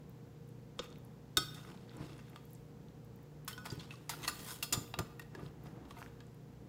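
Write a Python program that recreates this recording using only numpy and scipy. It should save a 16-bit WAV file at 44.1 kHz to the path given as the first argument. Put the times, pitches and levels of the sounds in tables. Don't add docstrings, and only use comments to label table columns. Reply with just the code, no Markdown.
import sys
import numpy as np
from scipy import signal
from scipy.fft import rfft, irfft, next_fast_len
from scipy.io import wavfile
from scipy.ndimage import uniform_filter1d, map_coordinates

SR = 44100
rng = np.random.default_rng(int(sys.argv[2]) if len(sys.argv) > 2 else 0)


def put_to_file(sound):
    columns = np.atleast_2d(sound).T
    safe = np.clip(columns, -1, 1)
    whole_steps = np.round(safe * 32767)
    wavfile.write(sys.argv[1], SR, whole_steps.astype(np.int16))


N = 294715

# pitch_hz, level_db (per Hz)
HUM_SPECTRUM = [(15, -52), (25, -34.5), (59, -5.5), (80, -11), (103, -11), (135, -8), (180, -5),
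                (300, -9.5), (340, -14), (500, -14.5), (654, -25.5), (703, -20.5), (1050, -27),
                (2000, -42.5), (2600, -60), (4400, -120)]
# pitch_hz, level_db (per Hz)
HISS_SPECTRUM = [(800, -12.5), (1500, 1.5), (3500, -4.5), (7700, -8), (8400, -14), (12000, -12.5),
                 (16000, -11)]
# one pitch_hz each, and one peak level_db each before it wavers
MOTOR_TONES_HZ = (120.4, 149.3, 468.6)
MOTOR_TONES_DB = (-57, -56, -65)
# start_s, level_db (nominal peak), pitch_hz
CHEESE_TICKS = [(0.0952, -37, 15200), (0.1506, -48, 1580), (0.4768, -44, 15000), (0.4893, -43, 10600),
                (0.7854, -44, 7460), (0.84, -38, 14400), (0.9027, -42, 6900), (0.9268, -34, 4200),
                (0.9587, -39, 2710), (0.9842, -39, 15200), (1.049, -39, 12000), (1.6492, -33.5, 1680),
                (1.718, -37.5, 3180), (1.7749, -38, 3200), (1.808, -50, 3000), (1.8946, -38.5, 3740),
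                (1.9154, -36, 1570), (1.9684, -35.5, 8460), (2.03, -48, 3800), (2.0921, -41, 2980),
                (2.1806, -43, 7700), (2.2977, -41, 12700), (2.3321, -37, 2100), (2.4536, -41, 13470),
                (2.5077, -41, 14630), (2.5324, -33.5, 12300), (2.5502, -39.5, 7340), (2.8848, -44, 3490),
                (3.0483, -41.5, 15330), (3.1602, -40.5, 14490), (3.1896, -44.5, 1444), (3.2301, -42, 15000),
                (3.448, -35, 13730), (3.7265, -37, 12500), (3.7544, -40, 13000), (3.956, -36, 4000),
                (4.242, -38, 10500), (4.8778, -37, 2490), (5.398, -47, 11040), (5.463, -37, 3500),
                (5.6371, -40, 15000), (5.6696, -42, 4130), (5.9855, -37, 2060), (6.018, -24, 1130),
                (6, -40, 7600), (6.005, -49, 4600), (6.0272, -23, 1790), (6.0621, -28.5, 1670),
                (6.2676, -47.5, 7500), (6.345, -44, 12500)]
# pitch_hz, t60_s
KITCHEN_DECAY = [(300, 1), (1500, 0.69), (4000, 0.55), (9000, 0.42), (15000, 0.77)]
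# strongest_s, rise_s, fall_s, level_db, low_band_db, high_band_db (both over level_db)
SCRAPE_STROKES = [(0.836, 0.056, 0.079, -76.5, 19.5, 0), (1.56, .015, 0.11, -66.5, 4, -23),
                  (1.66, 0.26, .3, -73.5, 11.5, -14), (2.035, 0.18, 0.41, -75, 15.5, -13),
                  (2.362, 0.064, 0.24, -84, 6, -8), (2.538, 0.33, .15, -85, -11, 6),
                  (3.5, 0.02, 0.062, -72, 19.5, 10), (3.656, 0.022, 0.19, -65.5, 11, -5),
                  (3.81, 0.055, 0.082, -70, 13, -21), (3.94, 0.35, 0.13, -74, 10.5, -14),
                  (4.11, 0.0098, 0.15, -63, 13.5, 4), (4.24, 0.017, 0.049, -55.5, 8, -2),
                  (4.283, 0.01, 0.033, -61.5, 18.5, 21.5), (4.522, 0.31, 0.1, -56, 2, 2),
                  (5.22, 0.0091, 0.022, -72.5, 17.5, -11), (5.46, 0.16, 0.063, -77.5, 14, -2),
                  (5.662, 0.051, 0.12, -82, 14.5, 1), (5.908, 0.032, 0.041, -71.5, 8, -1),
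                  (5.99, 0.038, 0.13, -79, 19.5, 13), (6.05, 0.18, 0.033, -85, 18, -5)]
# strongest_s, rise_s, fall_s, rumble_db
DISH_SHIFTS = [(0.802, 0.018, 0.013, -40), (0.92, .03, 0.044, -55), (1.378, 0.011, 0.03, -32.5),
               (1.686, 0.12, 0.12, -53), (2.028, 0.13, 0.2, -48.5), (2.336, 0.061, 0.1, -53.5),
               (3.65, 0.038, 0.027, -53), (3.716, 0.053, 0.29, -55), (4.274, 0.66, 0.99, -55.5),
               (4.728, 0.023, .14, -42.5), (4.998, .035, 0.042, -38), (5.252, 0.2, 0.051, -65),
               (5.342, 0.024, 0.34, -50.5), (5.78, 0.29, 0.48, -50.5), (6.1, .15, 0.033, -58)]
# start_s, level_db (nominal peak), colour_1k_db, colour_7k_db, colour_12k_db, note_hz, note_db,
# ring_db, free_share (of the free ringing time), contact_t60_s
STEEL_CLINKS = [(0.7912, -28.5, -5, -4.5, -40, 3680, -8.5, -21.5, 0.18, 0.033),
                (1.3705, -15, -11.5, -2.5, -9, 3622, -1.5, -15, 0.41, .032),
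                (1.5444, -44, -19, -6, -11, 3130, -10, -17, .95, 0.059),
                (3.478, -31, -4, -2, -3.5, 1077, -5.5, -21.5, 0.61, 0.067),
                (3.5292, -34.5, -48, -11, -15, 3090, -10, -21, .41, 0.013),
                (3.5778, -44, 2, -5, -18, 1455, -11, -15, .95, 0.036),
                (3.6544, -41.5, 10, -4, 2, 884, -1.5, -26, .82, .047),
                (3.7015, -39.5, -35, -2, -47, 4770, 1.5, -33, .8, 0.033),
                (3.7174, -42, -2, 15, -17, 880, -2, -32, .9, 0.02),
                (3.7947, -46, -17, -15, -42, 4250, -4, -37, .95, 0.16),
                (3.9075, -37, -6, -24, -31, 2620, 0.5, -41.5, .41, 0.023),
                (3.9377, -50.5, -18, -13, -22, 1144, -1.5, -34, 0.77, 0.046)]
GLASS_CLACKS = [(2.36, -39.5, 3.5, -14, -18, 1162, -16, -25, .56, 0.016),
                (4.0934, -26, 7, 0, -5.5, 900, -8, -31.5, 0.42, 0.066),
                (4.1353, -42.5, 6.5, -24, -4, 1370, -2, -11.5, 0.45, .026),
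                (4.23, -45, -20, -1, -21, 1260, -7, -11, .7, .02),
                (4.2775, -25, 9, 6, -4, 4370, -6, -25.5, 0.77, 0.046),
                (4.6263, -25.5, -5, -1.5, -1.5, 2752, -7, -21, 1, 0.068),
                (4.7251, -20, -8, 2, -4, 7110, -13, -19.5, 0.57, 0.075),
                (4.733, -28.5, 2, -3, -8, 3545, 0, -18, 1, 0.039),
                (4.9398, -25, 6.5, -19, -28, 1194, -22, -20.5, 0.26, 0.014),
                (4.9885, -24.5, 7.5, -1, -6.5, 1234, -28, -26.5, 0.62, 0.027),
                (5.195, -37.5, 12.5, -1, -1.5, 1880, -2, -23.5, 0.3, 0.023),
                (5.3494, -41, 11, -4, -16, 1690, -7, -28.5, 0.54, 0.025),
                (5.3913, -50, 19, -35, -15, 1000, -6, -20.5, 1, .03),
                (5.6577, -54.5, 16, -23.5, -5, 1178, 0, -17, 0.54, .031),
                (5.8521, -52, 8, -15, -22.5, 1146, -1, -21, 0.64, .03),
                (5.9085, -41, 9, -8, -28, 1140, -7, -29, 0.37, 0.022),
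                (5.968, -51.5, 15.5, -24, -4, 2065, 1, -17, 1, 0.017),
                (6.2045, -44, -1, -13, -27, 1657, -9.5, -26, 0.97, 0.016)]
COLOUR_POINTS_HZ = (1000, 3500, 7000, 12000)
# pitch_hz, level_db, t60_s (ringing freely)
STEEL_MODES = [(1010, 5, .06), (1265, 4, .25), (1480, 4, .32), (2050, -15, .2), (2541, -13, .3),
               (3230, -13, .6), (3400, -16, .5), (3612, 0, .14), (3978, -16, .1), (4482, -11, .6),
               (5283, -10, .5), (5333, -12, .45), (5415, -11, .65), (5771, -15, .2), (6562, -7, .18),
               (7267, -12, .38), (7620, -8, .2), (8540, -7, .25), (9324, -13, .28), (10170, -15, .22),
               (10920, -6, .15), (12420, -12, .2), (13860, -11, .22), (14980, -9, .15)]
# pitch_hz, level_db, t60_s (ringing freely)
GLASS_MODES = [(706, -8, .2), (920, -6, .15), (1196, -3, .2), (1405, -8, .2), (1920, -10, .12),
               (2690, -3, .15), (3327, -8, .2), (3780, -8, .15), (4360, -7, .25), (4920, -6, .3),
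               (5252, -9, .2), (6358, -9, .12), (7100, -5, .3), (8032, -9, .15), (8866, -12, .17),
               (10060, -13, .2), (11110, -13, .16), (12200, -13, .18), (12540, -7, .15), (14220, -13, .15),
               (14950, -10, .13)]
# start_s, level_db (nominal peak), pitch_hz
DISH_KNOCKS = [(0.793, -27.5, 499), (1.378, -27.5, 143), (3.723, -25.5, 126), (3.777, -28.5, 134),
               (4.284, -50, 142), (4.74, -30, 121), (4.774, -23.5, 124), (4.796, -47, 130),
               (4.99, -27.5, 353), (5.003, -26, 129), (5.351, -35, 364), (5.429, -29, 149),
               (5.459, -34.5, 152), (5.667, -34, 140), (5.727, -33, 177), (5.772, -48, 153)]

HUM_DB, HISS_DB = -56.5, -72.5
WAVERS_DB = 2.2
TICK_OCTAVES, TICK_CREST_DB, TICK_T60_S = 0.49, 17, .013
GRIT_DB, GRIT_TOP_DB = 32, -50
SWELL_DB = 20
STROKE_STEP = 64
CRUNCH_DB = 3.5
NOTE_T60_S, KNOCK_T60_S = .038, 0.045
STEEL_ON_GLASS_DB = -18
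CRACK_DB = -10.5
BETWEEN_MODES, MODE_WIDTH = 0.9, 0.038
TOP_HZ, EDGE_HZ = 15850, 16700


def amp(db):
    return 10 ** (np.asarray(db) / 20)


def unit(x):
    return x / np.sqrt(np.mean(x ** 2) + 1e-20)


def along(points, hz):
    f, v = np.transpose(points)
    return np.interp(np.log(hz + 1), np.log(f + 1), v)


def noise(size, response):
    m = next_fast_len(size)
    spectrum = rfft(rng.standard_normal(m)) * response(np.fft.rfftfreq(m, 1 / SR))
    return unit(irfft(spectrum, m)[:size])


def wobble(rate):
    knots = rng.standard_normal(int(N * rate / SR) + 4)
    return map_coordinates(knots, [np.arange(N) * rate / SR])


def add(track, s, sound):
    part = track[round(s * SR):][:len(sound)]
    part += sound[:len(part)]


def strokes(rows):
    s, rise, fall, db = np.transpose(rows)[:4, :, None]
    t = np.arange(0, N, STROKE_STEP) / SR - s
    return amp(db - SWELL_DB * np.maximum(-t / np.abs(rise), t / np.abs(fall)))


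def total(gains):
    power = np.sum(gains ** 2, axis=0)
    return np.interp(np.arange(N), np.arange(0, N, STROKE_STEP), np.sqrt(power))


def fridge():
    hum = amp(HUM_DB + .6 * wobble(3)) * noise(N, lambda hz: amp(along(HUM_SPECTRUM, hz)))
    hiss = amp(HISS_DB) * noise(N, lambda hz: amp(along(HISS_SPECTRUM, hz)))
    out, t = hum + hiss, np.arange(N) / SR
    for hz, db in zip(MOTOR_TONES_HZ, MOTOR_TONES_DB):
        level = amp(db + WAVERS_DB * wobble(7))
        out += level * np.sin(2 * np.pi * hz * t + .7 * wobble(6))
    return out


def ticks(count=130):
    out, t = np.zeros(N), np.arange(1024) / SR
    when, drop, height = rng.random((3, count))
    stroke_gain = total(strokes(SCRAPE_STROKES))[(when * N).astype(int)]
    stroke_db = 20 * np.log10(stroke_gain + 1e-9)
    grit_db = np.minimum(stroke_db + GRIT_DB, GRIT_TOP_DB) - 10 * drop
    grit = np.c_[when * N / SR, grit_db, 900 * 7 ** height]
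    for s, db, hz in [*CHEESE_TICKS, *grit]:
        puff = noise(len(t), lambda f: np.exp(-(np.log2((f + 1) / hz) / TICK_OCTAVES) ** 2))
        add(out, s, amp(db - TICK_CREST_DB - 60 * t / TICK_T60_S) * puff)
    return out


def kitchen(x):
    out, step = np.zeros(N), SR // 4
    for start in range(0, N, step):
        hz, t, z = signal.stft(rng.standard_normal(SR // 2), SR, nperseg=256)
        decay = amp(-60 * t / along(KITCHEN_DECAY, hz)[:, None])
        tail = signal.istft(z * decay, SR, nperseg=256)[1]
        wet = signal.fftconvolve(x[start:start + step], tail / np.linalg.norm(tail))
        add(out, start / SR + 0.0046, wet)
    return out


def scrapes():
    hz, db, _ = np.transpose(STEEL_MODES + GLASS_MODES)[:, :, None]
    grains = rng.standard_normal(N) * amp(.7 * wobble(40) + 2.2 * wobble(400))
    z = signal.stft(grains, nperseg=512)[2]
    patches = uniform_filter1d(rng.standard_normal(z.shape), size=5, axis=0)
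    patches = uniform_filter1d(patches, size=8, axis=1)
    grains = signal.istft(z * amp(2.6 * unit(patches)), nperseg=512)[1][:N]

    m = next_fast_len(N + 8192)
    f = np.fft.rfftfreq(m, 1 / SR)
    resonances = amp(db) / (1 + ((f - hz) / (.007 * hz)) ** 2)
    bodies = .55 + np.sqrt(np.sum(resonances, axis=0))
    driven = rfft(grains, m) * bodies

    def band(lo, hi):
        edges = np.sqrt((1 + (lo / (f + 1)) ** 4) * (1 + (f / hi) ** 4))
        return unit(irfft(driven / edges, m)[:N])

    crunch = unit(band(600, 2600) * amp(CRUNCH_DB * wobble(90)))
    gains = strokes(SCRAPE_STROKES)
    low_db, high_db = np.transpose(SCRAPE_STROKES)[4:, :, None]
    out = total(gains) * band(2000, 8000)
    out += total(gains * amp(low_db)) * crunch
    return out + total(gains * amp(high_db)) * band(8000, 18000)


def counter():
    resonances = [(72.4, 13, 0.28), (145, 25.1, 0.85), (310, 53, .5), (614, 810, 0.12)]  # pitch_hz, width_hz, gain
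    rumble = noise(N, lambda f: sum(g / (1 + ((f - hz) / w) ** 2) for hz, w, g in resonances))
    return total(strokes(DISH_SHIFTS)) * unit(rumble * amp(3 * wobble(25)))


def ring(hz, db, t60, t, blur, early_db):
    hz, db, t60 = (np.reshape(v, (-1, 1, 1)) for v in (hz, db, t60))
    near_hz = hz * (1 + blur * rng.standard_normal((len(hz), 3, 1)) * [[.15], [1], [1]])
    phase = 2 * np.pi * (near_hz * t + rng.random(near_hz.shape))
    partials = [[1], [.75], [.65]] * np.sin(np.float32(phase))
    cluster = np.sum(partials, axis=1, keepdims=True)
    fall = amp(-60 * t / np.clip(t60, .01, .9)) + amp(early_db - 60 * t / 0.011)
    return np.sum(amp(db) * fall * cluster, axis=(0, 1))


def favoured(modes, f):
    hz, db, _ = np.transpose(modes)[:, :, None]
    peaks = amp(db) / (1 + ((f - hz) / (MODE_WIDTH * hz)) ** 4)
    return BETWEEN_MODES + np.sqrt(np.sum(peaks, axis=0))


def clinks():
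    out = np.zeros(N)
    steel, glass = (STEEL_MODES, 1.5, .007), (GLASS_MODES, 3, .022)  # modes, scatter in dB, blur
    contacts = [(row, [(*steel, 0)]) for row in STEEL_CLINKS]
    contacts += [(row, [(*steel, STEEL_ON_GLASS_DB), (*glass, 0)]) for row in GLASS_CLACKS]
    for (s, db, low_db, mid_db, high_db, note_hz, note_db, ring_db, free, t60), bodies in contacts:
        t = np.arange(SR * 2 // 5 if db > -28 else SR // 6) / SR
        colour = list(zip(COLOUR_POINTS_HZ, (low_db, 0, mid_db, high_db)))
        rattle_colour = [(300, low_db - 26.0)] + colour
        rattle = noise(len(t), lambda hz: amp(along(rattle_colour, hz)) * favoured(bodies[-1][0], hz))
        dense = amp(-22.5 - 60 * t / (0.093 * free))
        sound = .5 * rattle * (amp(-60 * t / np.clip(t60, .004, .2)) + dense)
        sound = sound + ring(note_hz, note_db, NOTE_T60_S, t, blur=0.008, early_db=-13.5)
        for modes, scatter_db, blur, body_db in bodies:
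            hz, mode_db, mode_t60 = np.transpose(modes)
            spot_db = scatter_db * rng.standard_normal(len(hz))
            struck_db = ring_db + body_db + mode_db + along(colour, hz) + spot_db
            sound = sound + ring(hz, struck_db, free * mode_t60, t, blur, early_db=6)
        onset = 1 - np.exp(-t / 0.0016)
        crack = amp(CRACK_DB - 60 * t / 0.007) * rattle
        add(out, s, amp(db) * (sound * onset + crack))
    return out


def knocks():
    out, t = np.zeros(N), np.arange(SR // 8) / SR
    for s, db, hz in DISH_KNOCKS:
        overtone = noise(len(t), lambda f: np.exp(-np.log((f + 1) / (2.45 * hz)) ** 2 / 0.11))
        wood = np.sin(2 * np.pi * hz * t) + 0.206 * overtone
        add(out, s, amp(db - 60 * t / KNOCK_T60_S) * wood * (1 - np.exp(-t / 0.004)))
    return out


def scene():
    near = ticks() + scrapes() + counter() + clinks() + knocks()
    return (fridge() + near + amp(-12) * kitchen(near))[None]


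def record(dry):
    m = next_fast_len(N + 8192)
    hz = np.fft.rfftfreq(m, 1 / SR)
    shelf_db = -22 / (1 + np.exp((TOP_HZ - hz) / 60))
    response = amp(shelf_db) / (1 + np.exp((hz - EDGE_HZ) / 20))
    return irfft(rfft(dry, m) * response, m)[:, :N]


dry = scene()
out = record(dry)
put_to_file(out)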